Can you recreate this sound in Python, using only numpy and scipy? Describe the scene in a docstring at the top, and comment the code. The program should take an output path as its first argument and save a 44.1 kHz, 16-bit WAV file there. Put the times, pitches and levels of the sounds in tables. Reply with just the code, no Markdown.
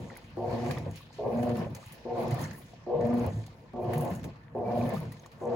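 """A top-loading washer heard from above its open tub. The motor is switched on for each stroke, turn and turn about:
it buzzes at multiples of twice the mains, throbs with its shaft and shakes the cabinet. Heavy water thuds round the
tub, suds hiss, splashes spit and bubbles gulp; two microphone ports hear the treble one after the other."""
import sys
import numpy as np
from scipy import signal
from scipy.fft import rfft, irfft
from scipy.io import wavfile
from scipy.ndimage import uniform_filter1d

SR = 44100
rng = np.random.default_rng(int(sys.argv[2]) if len(sys.argv) > 2 else 0)


def materialize(psi):
    """Save the field psi as 16-bit PCM at rate SR to the path in sys.argv[1].

    A 1-D psi becomes a single channel; in a 2-D psi each row is a channel.
    """
    bounded = np.clip(np.atleast_2d(psi).T, -1, 1)
    quanta = np.round(bounded * 32767).astype(np.int16)
    wavfile.write(sys.argv[1], SR, quanta)


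N = 244755

# motor under current: (on s, off s, cabinet dB, third multiple dB, fourth multiple dB, second multiple in the run-up dB, it joins after s, its dB, cabinet fades after switch-off dB per s,
# sags by dB, upper panels dB, growl dB above the cabinet)
STROKES = [(-0.47, -0.032, -42.5, -22, -31, -45, .17, -33, 105, 2.5, 0, 0), (0.371, 0.786, -32, -41, -36, -44, 0.16, -35.5, 112, -6.5, 2, 0.5), (1.186, 1.629, -30.5, -45.5, -33.5, -46.5, 0.14, -28.5, 90, -5, -1, 4),
           (2.052, 2.42, -32, -40, -36.5, -41.5, 0.16, -36.5, 85, -4.5, 1, -3), (2.865, 3.28, -30.5, -42.5, -31.5, -48, 0.17, -27, 108, -7.5, 0.5, 2.5), (3.735, 4.12, -32, -39.5, -38.5, -40, 0.193, -37, 106, -3, 0.5, -2.5),
           (4.551, 4.951, -30, -46.5, -36, -48, 0.16, -32.5, 110, -3.5, 1, -0.5), (5.413, 5.80, -32, -41, -30.5, -57, 0.033, -39, 100, -4, 1, 3)]
TWICE_MAINS_HZ = 119.9  # fixed
# other multiples of the buzz, turning one way and the other: (multiple of twice the mains, dB above the cabinet at switch-on, swollen, midway, at switch-off)
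WINDING = [[(1, -4, -5.5, -7.5, 1), (5, -5.5, -11, -3, -7.5), (6, -5, -13.5, -5.5, -11)], [(1, 1, 0, -1.5, 1), (5, -15.5, -10, -19.5, -16), (6, -10.5, -8.5, -8.5, -4)]]
CABINET = [(150, -5.5), (250, 2), (285, -8), (355, 0.5), (424, -16), (473, -2.5), (548, -0.5), (583, -3), (697, -6),
           (771, -8.5), (1170, -22.5), (1280, -75.5), (1600, -30), (2080, -64), (3520, -120)]  # (Hz, dB)
CABINET_ALIKE = 0.67
TUB = [(86, 120, -38.5), (111, 6.6, 1.5), (143.8, 27, -3), (200, 250, -7.5)]  # (Hz, width Hz, dB)
WASH = [(900, 8), (1400, -2), (2000, 1), (3000, -4), (4000, -8), (5500, -12), (7500, -22.5)]  # (Hz, dB)
WASH_RIGHT_DB = [(1000, -1.5), (2500, -0.5), (4400, 0), (5800, 4.5), (7000, 5)]  # (Hz, right over left dB)
SPRAY = [[(5000, -19), (6500, 7), (8000, 3.5), (9500, -2)], [(9500, 3.5), (11000, 1), (14000, 2), (16000, 1)]]  # low and high: (Hz, dB)
# splashes: (s, peak dB, wash band dB above it, top octave dB above it, t60 s)
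SPLASHES = [(0.1526, -55, 4, -6, 0.061), (0.17, -37, -16, -2.5, 0.032), (0.3007, -60, -10, -9, 0.04),
            (0.709, -31, 11, -13, 0.052), (0.784, -39, 6, -5, 0.025), (0.9108, -31.5, -15, -13, 0.018),
            (0.956, -45, -13, -11, 0.16), (1.1258, -53, -4, -28, 0.41), (1.3887, -51, -8, -20, 0.052),
            (1.428, -40.5, 9, -8, 0.062), (1.4915, -35, 6, -29, 0.034), (1.567, -44, 3, -13, 0.12),
            (1.7478, -27, -6, -16, 0.049), (1.762, -45, -5, -11, 0.09), (1.8602, -47, -14.5, -2, 0.04), (1.8821, -50.5, 9, -1, 0.021),
            (1.9205, -45, -23, -3, 0.13), (2.2807, -33, -2, -8, 0.019), (2.3075, -37, 2, -9, 0.065),
            (2.3416, -31, -16, -5, 0.025), (2.3905, -38, -13, -16, 0.049), (2.4124, -35, -16, -11, 0.067),
            (2.5085, -50, 14, -26, 0.068), (2.5306, -46, 8, -6, 0.044), (2.582, -47, -19, 5, 0.02),
            (3.008, -41.5, -3, -35, 0.057), (3.0505, -39, 9, -25, 0.024), (3.0679, -48, -9, 1, 0.031),
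            (3.138, -42, -13, -1, 0.027), (3.1782, -50, 4, -12, 0.076), (3.263, -32, -12, -4, 0.019),
            (3.463, -36, -4, -20, 0.05), (3.932, -44.5, 12, -2, 0.13), (3.9785, -36, -16, -1, 0.047),
            (4.008, -32.5, 1, 1, 0.026), (4.048, -32, -13, -9, 0.025), (4.1004, -46, 1, 1, 0.037),
            (4.15, -33, -20, -6, 0.018), (4.1944, -51, 15, -31, 0.034), (4.2303, -46, 12, -12, 0.04),
            (4.2398, -38.5, 5.5, -13, 0.11), (4.781, -50, -4, -21, 0.16), (4.891, -32.5, -16, -9, 0.026),
            (4.935, -47.5, 1, -6, 0.14), (5.03, -55, 0, -4, 0.025), (5.0524, -45, 2, -22, 0.027),
            (5.1192, -42.5, -2, -4.5, 0.066), (5.1971, -48, -6.5, -21, 0.029), (5.219, -55, -6, -6, 0.035),
            (5.259, -35.5, -10, -21, 0.047), (5.3148, -59.5, 11, -8, 0.18)]
RUMBLE_DB = -63
TOP_HZ = 15900  # fixed
T = np.arange(N) / SR
SIDES = np.array([[1], [-1]])
# the rotor growls until it is up to speed: (multiple of twice the mains, dB)
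GROWL = [(3.5, -7.5), (4.5, -10.5), (5.5, -10), (6.5, -12), (7.5, -11.5), (8.5, -19.5), (9.5, -27)]
RUN_UP_S, SHAFT_HZ = 0.1015, 26.96
PANELS = [(450, 40, 7), (513, 65, -6), (683, 65, 2.5), (919, 175, 6.5), (1049, 41, 9), (1177, 21, 13)]  # (Hz, width Hz, dB)
# wet cloth thuds on the tub: (s, peak dB, Hz, cycles)
THUDS = [(.015, -30, 147, 7.5), (.24, -43, 108, 2.6), (.53, -26, 110, 3.5), (.6, -39, 109, 4.1), (0.678, -21.5, 144.4, 7.4), (0.764, -21.5, 125, 6.3), (0.871, -26, 101, 7.8), (1.377, -26, 121, 4.4),
         (1.56, -24, 221, 14), (1.595, -22.5, 164, 12), (1.658, -21.5, 150, 2.9), (1.75, -34, 106, 5), (1.863, -32.5, 111, 3.1), (2.238, -27, 154, 7.1),
         (2.317, -17.5, 134, 6.1), (2.438, -35, 212, 3.1), (3.04, -24.5, 127, 5.2), (3.22, -21, 114, 6.6), (3.267, -17, 100.6, 4.3), (3.348, -20.5, 112.2, 10),
         (3.77, -29, 127, 7.1), (3.95, -18.5, 149.2, 12), (3.995, -18, 141, 5.2), (4.119, -19.5, 176, 2.9), (4.263, -32, 169, 1.3), (4.669, -25.5, 204, 9.2),
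         (4.93, -23, 200, 16.3), (4.97, -29, 162, 11), (5.0, -31, 118, 4.7), (5.078, -32, 111, 6.1)]
PORT_LAG_S, PORT_TURN = 9 / 44100, 1.48  # fixed
# clear bubbles and droplets: (s, peak dB, Hz, cycles)
BUBBLES = [(.075, -40, 670, 5.4), (.101, -37.5, 1950, 12), (.105, -40, 1360, 9), (.117, -41, 770, 6), (.119, -44, 1830, 16),
           (.137, -45, 1800, 19), (.153, -45, 2200, 11), (.165, -37, 2050, 11), (.166, -41, 1480, 5.7), (.179, -41, 890, 7.1),
           (.698, -39, 1600, 36), (.710, -48, 3000, 16), (.768, -35, 1150, 16), (.774, -41, 3350, 14), (.776, -35.5, 1830, 8.8),
           (.863, -26.5, 537, 10), (1.006, -43.5, 1075, 13), (1.106, -45, 840, 8), (1.567, -43, 2660, 14), (1.645, -39, 2430, 11),
           (1.667, -27, 560, 7.4), (1.829, -43, 1170, 10), (2.388, -38, 1790, 26), (2.433, -42, 5900, 18), (2.440, -34, 5570, 18), (2.442, -37, 6000, 12), (2.318, -39, 2040, 16), (2.405, -43, 1860, 24), (2.425, -40, 1700, 14), (2.455, -40, 2080, 26),
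           (2.478, -54, 3100, 27), (2.535, -44, 1680, 20),
           (2.510, -43, 6350, 39), (2.512, -38, 1730, 12), (2.550, -42.5, 1780, 17), (2.734, -38, 675, 8.2), (3.480, -41.5, 735, 5.9),
           (3.935, -38, 2200, 12), (4.243, -49, 2450, 11), (4.350, -49, 1120, 8), (4.482, -42.5, 1830, 3.9), (4.812, -38, 2390, 19),
           (4.826, -45, 5800, 20), (4.865, -44, 3000, 14), (4.96, -46, 4520, 20), (4.965, -33.5, 1180, 17), (5.032, -41.5, 1790, 8), (5.119, -45.5, 1900, 36), (5.085, -54, 2900, 14), (5.142, -47, 2180, 9.1), (5.196, -45.5, 6240, 33), (5.247, -47, 1780, 14), (5.260, -38, 1080, 7)]
# where each multiple of the buzz sits: (left over right dB, left leads radians)
WINDING_PLACE = [(-1, 0.083), (0.5, 0.42), (0.5, -0.17), (4.5, -0.94), (-2, 0.29), (-3.5, 0.29)]
HOLLOW = [(1480, 21, -6), (1766, 22, 4.5), (2080, 17, -13), (2480, 210, -11.5), (3000, 67, -9.5), (4320, 840, -2.5)]  # air in the tub: (Hz, width Hz, dB)
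# a faint whine as some strokes gather speed: (s, peak dB, Hz, cycles)
WHINES = [(3.08, -36, 1190, 81), (3.81, -48, 2420, 130), (4.64, -46, 2310, 85), (4.675, -39.5, 2310, 79), (4.742, -41, 2330, 51)]
START_DB, SWELL_S, CUT_DB, CUT_S = -8, 0.063, -6, 0.03  # cabinet: jumps in, swells, drops at switch-off
IDLE_DB, EDGE_S = -59, 0.0033
FOURTH_START_DB, FOURTH_SAG_DB = -19.5, -4
BRIGHT_IDLE_DB, BRIGHT_START_DB = -2, -2  # upper panels
# the cabinet is jolted between strokes: (s, dB)
JOLTS = [(.02, -56.5), (0.125, -44), (0.871, -36.5), (2.74, -57.5), (4.252, -42.5), (5.27, -54)]
JOLT_RISE_DB_S, JOLT_FADE_DB_S = 600, 250
# each stroke whips up the suds: (from s, to s, wash dB, climbs by dB, its upper part dB above it, spray dB above it, dies away dB per s)
SWELLS = [(-.2, -0.027, -57, -1.5, -2.5, -22, 95), (0.522, 0.736, -51, 2.5, -2, -9.5, 96), (1.336, 1.63, -52.5, 3.5, -6, -17, 134),
          (2.189, 2.436, -49, 3.5, -5, -13.5, 103), (3.03, 3.242, -52, 3, -6, -17, 99), (3.89, 4.138, -51.5, 1.5, -5, -11, 105),
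          (4.724, 4.958, -52, 3.5, -5, -14.5, 98), (5.561, 5.8, -49.5, 5, -7, -13, 100)]
# suds trickling in the pauses: (s, wash dB, its upper part dB above it, spray dB above it)
TRICKLE = [(.1, -59.5, 2, -14), (.35, -59.5, -2, -24), (.88, -58.5, -8, -24), (.97, -59.5, 10, -9), (1.1, -63.5, 0.5, -20), (1.18, -61, 5.5, -19), (1.72, -61.5, -4, -27), (1.82, -55, -0.5, -15), (2.0, -60.5, 3, -18),
           (2.7, -63.5, 5.5, -12.5), (2.9, -62.5, -4, -28), (3.4, -60.5, 2, -15), (3.72, -63.5, -6.5, -20), (4.27, -62.5, 2, -22.5), (4.5, -62.5, -12.5, -27), (5.15, -62, 3, -15), (5.45, -61.5, -7.5, -22)]
SPLASH_UNDER_DB, SPLASH_WASH_DB = -11, -13.5
SECOND_JOIN_S = 0.0096
SECOND_SAG_DB, SECOND_FLAT_HZ, SECOND_SETTLE_S = 1.5, 11.7, 0.044  # joins flat, settles, then holds its level
LOW_PANEL_LATE_DB = -21  # the lowest panel wakes late too
# and heaves the water round the tub: (from s, to s, dB, climbs by dB, dies away dB per s)
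HEAVES = [(-.2, 0.0, -35, 0, 123), (0.49, 0.884, -40.5, 3.5, 170), (1.325, 1.725, -39, -1, 171), (2.207, 2.463, -44.5, 12, 107), (3.016, 3.382, -39, 3.5, 130),
          (3.81, 4.28, -42, 4, 174), (4.61, 5.08, -42, 6, 150), (5.457, 5.9, -43.5, 3, 106)]
WASH_RISE_DB_S, HEAVE_RISE_DB_S, HEAVE_CALM_DB = 126.5, 108, -55.5
SPLASH_BODY_DB = -19
SPLASH_BODY = [(2500, -5), (4500, -0.5), (6500, 0)]  # (Hz, dB)
TOP_PANEL_LATE_DB = -5  # the highest panels wake only as the rotor gains speed
THIRD = [(-3.5, 3.5, -3.6, 8), (5, -3.5, -1.8, -0.5)]  # third multiple, each way: (at switch-on, swollen, midway, at switch-off dB) above its level
MIDWAY = 0.46  # share of the stroke
SPRAY_LATE_DB_S, MIST_DB = 51, -91.5  # spray lags the wash; a faint steady mist


def undb(db):
    return 10 ** (np.asarray(db) / 20)


def unit(x):
    return x / np.sqrt(np.mean(x ** 2))


def curves(rows):
    """Each column of (s, value, ..) rows, joined by straight lines in time."""
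    s, *columns = np.transpose(rows)
    return [np.interp(T, s, c) for c in columns]


def colour(x, points):
    """Filter by (Hz, dB) points, falling away steeply outside them."""
    hz, db = np.transpose(points)
    f = np.log(np.fft.rfftfreq(2 ** 18, 1 / SR) + 1)
    outside = np.maximum(np.log(hz[0]) - f, 0) + np.maximum(f - np.log(hz[-1]), 0)
    return irfft(rfft(x, 2 ** 18) * undb(np.interp(f, np.log(hz), db) - 50 * outside))[..., :N]


def walk(rate, size=N):
    """Random levels held 1 / rate s and slewed twice; spread near 1."""
    k = int(SR / rate)
    return 1.184 * uniform_filter1d(uniform_filter1d(np.repeat(rng.standard_normal(size // k + 1), k), k), k)[:size]


def pair(alike):
    """Left and right noise that share a part."""
    alike = np.clip(alike, 0, 1)
    mid, side = rng.standard_normal((2, N))
    return np.sqrt((1 + alike) / 2) * mid + np.sqrt((1 - alike) / 2) * side * SIDES


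def crackle(rate, spread_db, t60):
    """Gain that leaps at random drops of very uneven size and dies away after each."""
    drops = (rng.random(N) < rate / SR) * undb(spread_db * rng.exponential(size=N))
    return signal.lfilter([1], [1, -np.exp(-np.log(1000) / (t60 * SR))], drops)


def add(into, s, sound):
    i = int(s * SR)
    into[..., i:i + sound.shape[-1]] += sound[..., :N - i]


def motor():
    """Clean lines while current flows, throbbing once a shaft turn, over the rattle of the cabinet panels."""
    cabinet_db = cabinet()
    bright_db = np.full(N, 1. * BRIGHT_IDLE_DB)
    lines, live, slow = np.zeros((2, N)), np.zeros(N), np.zeros(N)
    for n, (on, off, _, third_db, fourth_db, early_db, join, second_db, _, _, upper_db, growl_db) in enumerate(STROKES):
        if off < 0:
            continue
        span = slice(int(on * SR), min(int(off * SR), N))
        t = np.maximum(T[span] - on, 0)
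        gate = np.clip(t / 0.0033, 0, 1) * np.clip((off - on - t) / 0.11, 0, 1)
        live[span] = gate
        slip = np.exp(-t / RUN_UP_S)
        bright_db[span] = upper_db + BRIGHT_START_DB * slip
        slow[span] = slip
        turns = SHAFT_HZ * (t - RUN_UP_S * (1 - slip))
        second = np.interp(t, [join - SECOND_JOIN_S, join, join + 0.072, off - on], [early_db, second_db, second_db + 1.5, second_db + SECOND_SAG_DB])
        stages = [0, SWELL_S, MIDWAY * (off - on), off - on]
        third = third_db + np.interp(t, stages, THIRD[n % 2])
        fourth = fourth_db + np.interp(t, [0, SWELL_S, off - on], [FOURTH_START_DB, 0, FOURTH_SAG_DB])
        levels = [(2, second), (3, third), (4, fourth)] + [(k, cabinet_db[span] + np.interp(t, stages, dbs)) for k, *dbs in WINDING[n % 2]]
        levels += [(k, cabinet_db[span] + db + growl_db) for k, db in GROWL]
        for k, db in levels:
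            start, lag, turn = rng.random(3) * 2 * np.pi
            gain = undb(db + (2.4 if k in (2, 4) else 3.2) * walk(15.7, size=len(t)) + bright_db[span] * (k > 5))
            # the growl fades and the lowest line grows as the rotor gains speed
            gain = gain * (slip if k % 1 else (1 - slip) ** 2 if k == 1 else 1)
            throb = 1 + (.3 if k in (2, 4) else .7) * np.cos(2 * np.pi * turns + turn)
            phase = 2 * np.pi * k * TWICE_MAINS_HZ * t + start + 0.25 * k * walk(15.26, size=len(t))
            if k == 2:
                phase += 2 * np.pi * SECOND_FLAT_HZ * SECOND_SETTLE_S * np.exp(-np.maximum(t - join, 0) / SECOND_SETTLE_S)
            left_db, lead = (0, 0.23 * np.sin(lag)) if k % 1 else WINDING_PLACE[int(k) - 1]
            lines[:, span] += gate * gain * throb * undb(left_db / 2 * SIDES) * np.sin(phase + lead / 2 * SIDES)
    shake = colour(pair(CABINET_ALIKE) * undb(3.47 * walk(25)), CABINET)
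    rings = sum(undb(db) * signal.lfilter(*signal.iirpeak(hz, hz / width, SR), shake) for hz, width, db in PANELS)
    rattle = unit(shake + rings)
    upper = colour(rattle, [(630, 0), (2000, 0)])
    rattle = rattle + (undb(bright_db) - 1) * upper + (undb(TOP_PANEL_LATE_DB * slow) - 1) * colour(rattle, [(950, 0), (2000, 0)])
    rattle = rattle + (undb(LOW_PANEL_LATE_DB * slow) - 1) * colour(rattle, [(100, 0.0024), (280, 0.0029)])
    return lines + rattle * undb(cabinet_db - 2.25 * live + 0.55 * SIDES)


def heave():
    """Heavy water rings the low resonances of the tub; wet cloth thuds against it."""
    push = pair(0.98) * undb(2.6 * walk(30))
    rings = sum(undb(db) * signal.lfilter(*signal.iirpeak(hz, hz / width, SR), push) for hz, width, db in TUB)
    rings = signal.sosfilt(signal.butter(2, [60, 230], "bandpass", fs=SR, output="sos"), rings)
    level_db = blend(HEAVE_CALM_DB, *(plateau(*row, HEAVE_RISE_DB_S) for row in HEAVES))
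    return unit(rings) * undb(level_db) + notes(THUDS, glide=-0.012, rise=0.27, spread_db=-0.7)


def water(wash_db, upper_db, spray_db):
    """Lumpy wash scattered round the tub, and fine spray from one spot that reaches the right port first."""
    wash = undb(wash_db) * (1 + 0.18 * crackle(110, 3.25, 0.039))
    spray = np.array([undb(wash_db + spray_db + 6.0 * walk(20)) * (1 + .5 * crackle(70, 4.9, 0.0075)) + undb(MIST_DB) for _ in SPRAY])
    t, body = T[:SR // 5], np.zeros(N)
    for s, db, wash_rel_db, top_rel_db, t60 in SPLASHES:
        burst = np.minimum(t / 0.0028, 1) * (undb(-60 * t / t60 * 2.14) + 0.47 * undb(-60 * t / t60))  # a slap, then its hiss
        # what the top octave lacks sits just under it
        under = np.sqrt(np.clip(1 - undb(2 * top_rel_db), .05, 1))
        add(spray[0], s, undb(db + SPLASH_UNDER_DB) * under * burst)
        add(spray[1], s, undb(db + top_rel_db) * burst)
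        add(body, s, undb(db + SPLASH_BODY_DB) * burst)
        add(wash, s, undb(db + wash_rel_db + SPLASH_WASH_DB) * burst)
    # each third of an octave swells and sinks on its own; the higher ones follow the brightness of the churn
    lumps = sum(undb(2.13 * walk(18) + 2.16 * walk(70) + upper_db * np.clip(np.log2(hz / 1800), -.3, 1)) * signal.sosfilt(signal.butter(2, [hz / 1.152, hz * 1.127], "bandpass", fs=SR, output="sos"), pair(0.012)) for hz in 900 * 1.26 ** np.arange(11))
    hollow = sum(undb(db) * signal.lfilter(*signal.iirpeak(hz, hz / width, SR), lumps) for hz, width, db in HOLLOW)
    left, right = unit(colour(lumps + hollow, WASH)) * wash
    right = colour(right, [(20, 0.014)] + WASH_RIGHT_DB + [(20000, 0.0091)])
    fine = sum(share * unit(colour(rng.standard_normal(N), band)) * gain for share, band, gain in zip((.55, .8), SPRAY, spray))
    hz = np.fft.rfftfreq(2 ** 18, 1 / SR)
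    late = irfft(rfft(fine, 2 ** 18) * np.exp(1j * (PORT_TURN - 2 * np.pi * hz * PORT_LAG_S)))[:N]
    # some of the spray is scattered by the tub wall and differs between the ports
    scatter = 0.16 * unit(colour(pair(0), [(6500, -1.0), (16000, -8.0)])) * spray.mean(axis=0)
    return np.array([left + late, right + fine]) + scatter + body * unit(colour(pair(0.24), SPLASH_BODY))


def bubbles(wash_db):
    """Short rising notes: the clear ones near the middle, and a wide patter of small ones that swells with the wash."""
    small = [(N / SR * a, wash_db[int(a * N)] - 8.0 + 18 * b ** 3 - 7 * c, 900 * 7 ** c, 6 + 22 * d) for a, b, c, d in rng.random((800, 4))]
    clear = notes(BUBBLES, glide=.03, rise=.12, spread_db=.3)  # fixed
    return clear + notes(small, glide=0.027, rise=0.13, spread_db=4.5)


def notes(rows, glide, rise, spread_db):
    """Damped notes (s, peak dB, Hz, cycles) that slide in pitch, each at its own place between left and right."""
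    out = np.zeros((2, N))
    for (s, db, hz, cycles), place in zip(rows, rng.uniform(-1.2, 1, len(rows))):
        u = np.arange(int(3 * cycles / hz * SR)) * hz / SR / cycles
        note = np.sin(2 * np.pi * cycles * (u + glide * u ** 2)) * np.minimum(u / rise, 1) * np.exp(-2.3 * u)
        add(out[0], s + spread_db / 7000 * (1 + place), undb(db - spread_db * place) * note)
        add(out[1], s + spread_db / 7000 * (1 - place), undb(db + spread_db * place) * note)
    return out


def plateau(start, stop, db, climb_db, fall_db_s, rise_db_s):
    """Level in dB that rises to a sloping plateau and slides off it."""
    return db + np.interp(T, [start, stop], [0, climb_db]) - rise_db_s * np.maximum(start - T, 0) - fall_db_s * np.maximum(T - stop, 0)


def blend(*dbs):
    """Level of several levels heard together."""
    return 10 * np.log10(sum(undb(db) ** 2 for db in dbs))


def cabinet():
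    """Level of the cabinet: a jump, swell, sag and fade for each stroke, jolts and an idle murmur."""
    strokes = [db + np.interp(T, [on - EDGE_S, on, on + SWELL_S, off, off + CUT_S, off + CUT_S + 1],
                              [-80, START_DB, 0, sag, sag + CUT_DB, sag + CUT_DB - fade])
               for on, off, db, *_, fade, sag, _, _ in STROKES]
    jolts = [plateau(s, s, db, 0, JOLT_FADE_DB_S, JOLT_RISE_DB_S) for s, db in JOLTS]
    return blend(IDLE_DB, *strokes, *jolts)


def suds():
    """Wash level, brightness and spray share: the swells over the trickle, each in proportion to its power."""
    parts = [curves(TRICKLE)] + [(plateau(start, stop, db, climb_db, fall, WASH_RISE_DB_S), upper, spray - SPRAY_LATE_DB_S * np.clip(start + 0.044 - T, 0, .2)) for start, stop, db, climb_db, upper, spray, fall in SWELLS]
    wash_db = blend(*(p[0] for p in parts))
    return wash_db, *(sum(undb(p[0] - wash_db) ** 2 * p[k] for p in parts) for k in (1, 2))


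def scene():
    """Motor, water and the rumble of the floor."""
    rumble = unit(colour(pair(0.8), [(25, -12), (40, -14.0), (55, 5)])) * undb(RUMBLE_DB)
    whines = notes(WHINES, glide=0.0079, rise=0.73, spread_db=.5) * undb(2.8 * walk(90))
    churn = suds()
    return motor() + whines + heave() + water(*churn) + bubbles(churn[0]) + rumble


def record(dry):
    """The recorder cuts the top."""
    return signal.sosfilt(signal.ellip(10, .2, 70, TOP_HZ, fs=SR, output="sos"), dry)


dry = scene()
out = record(dry)
materialize(out)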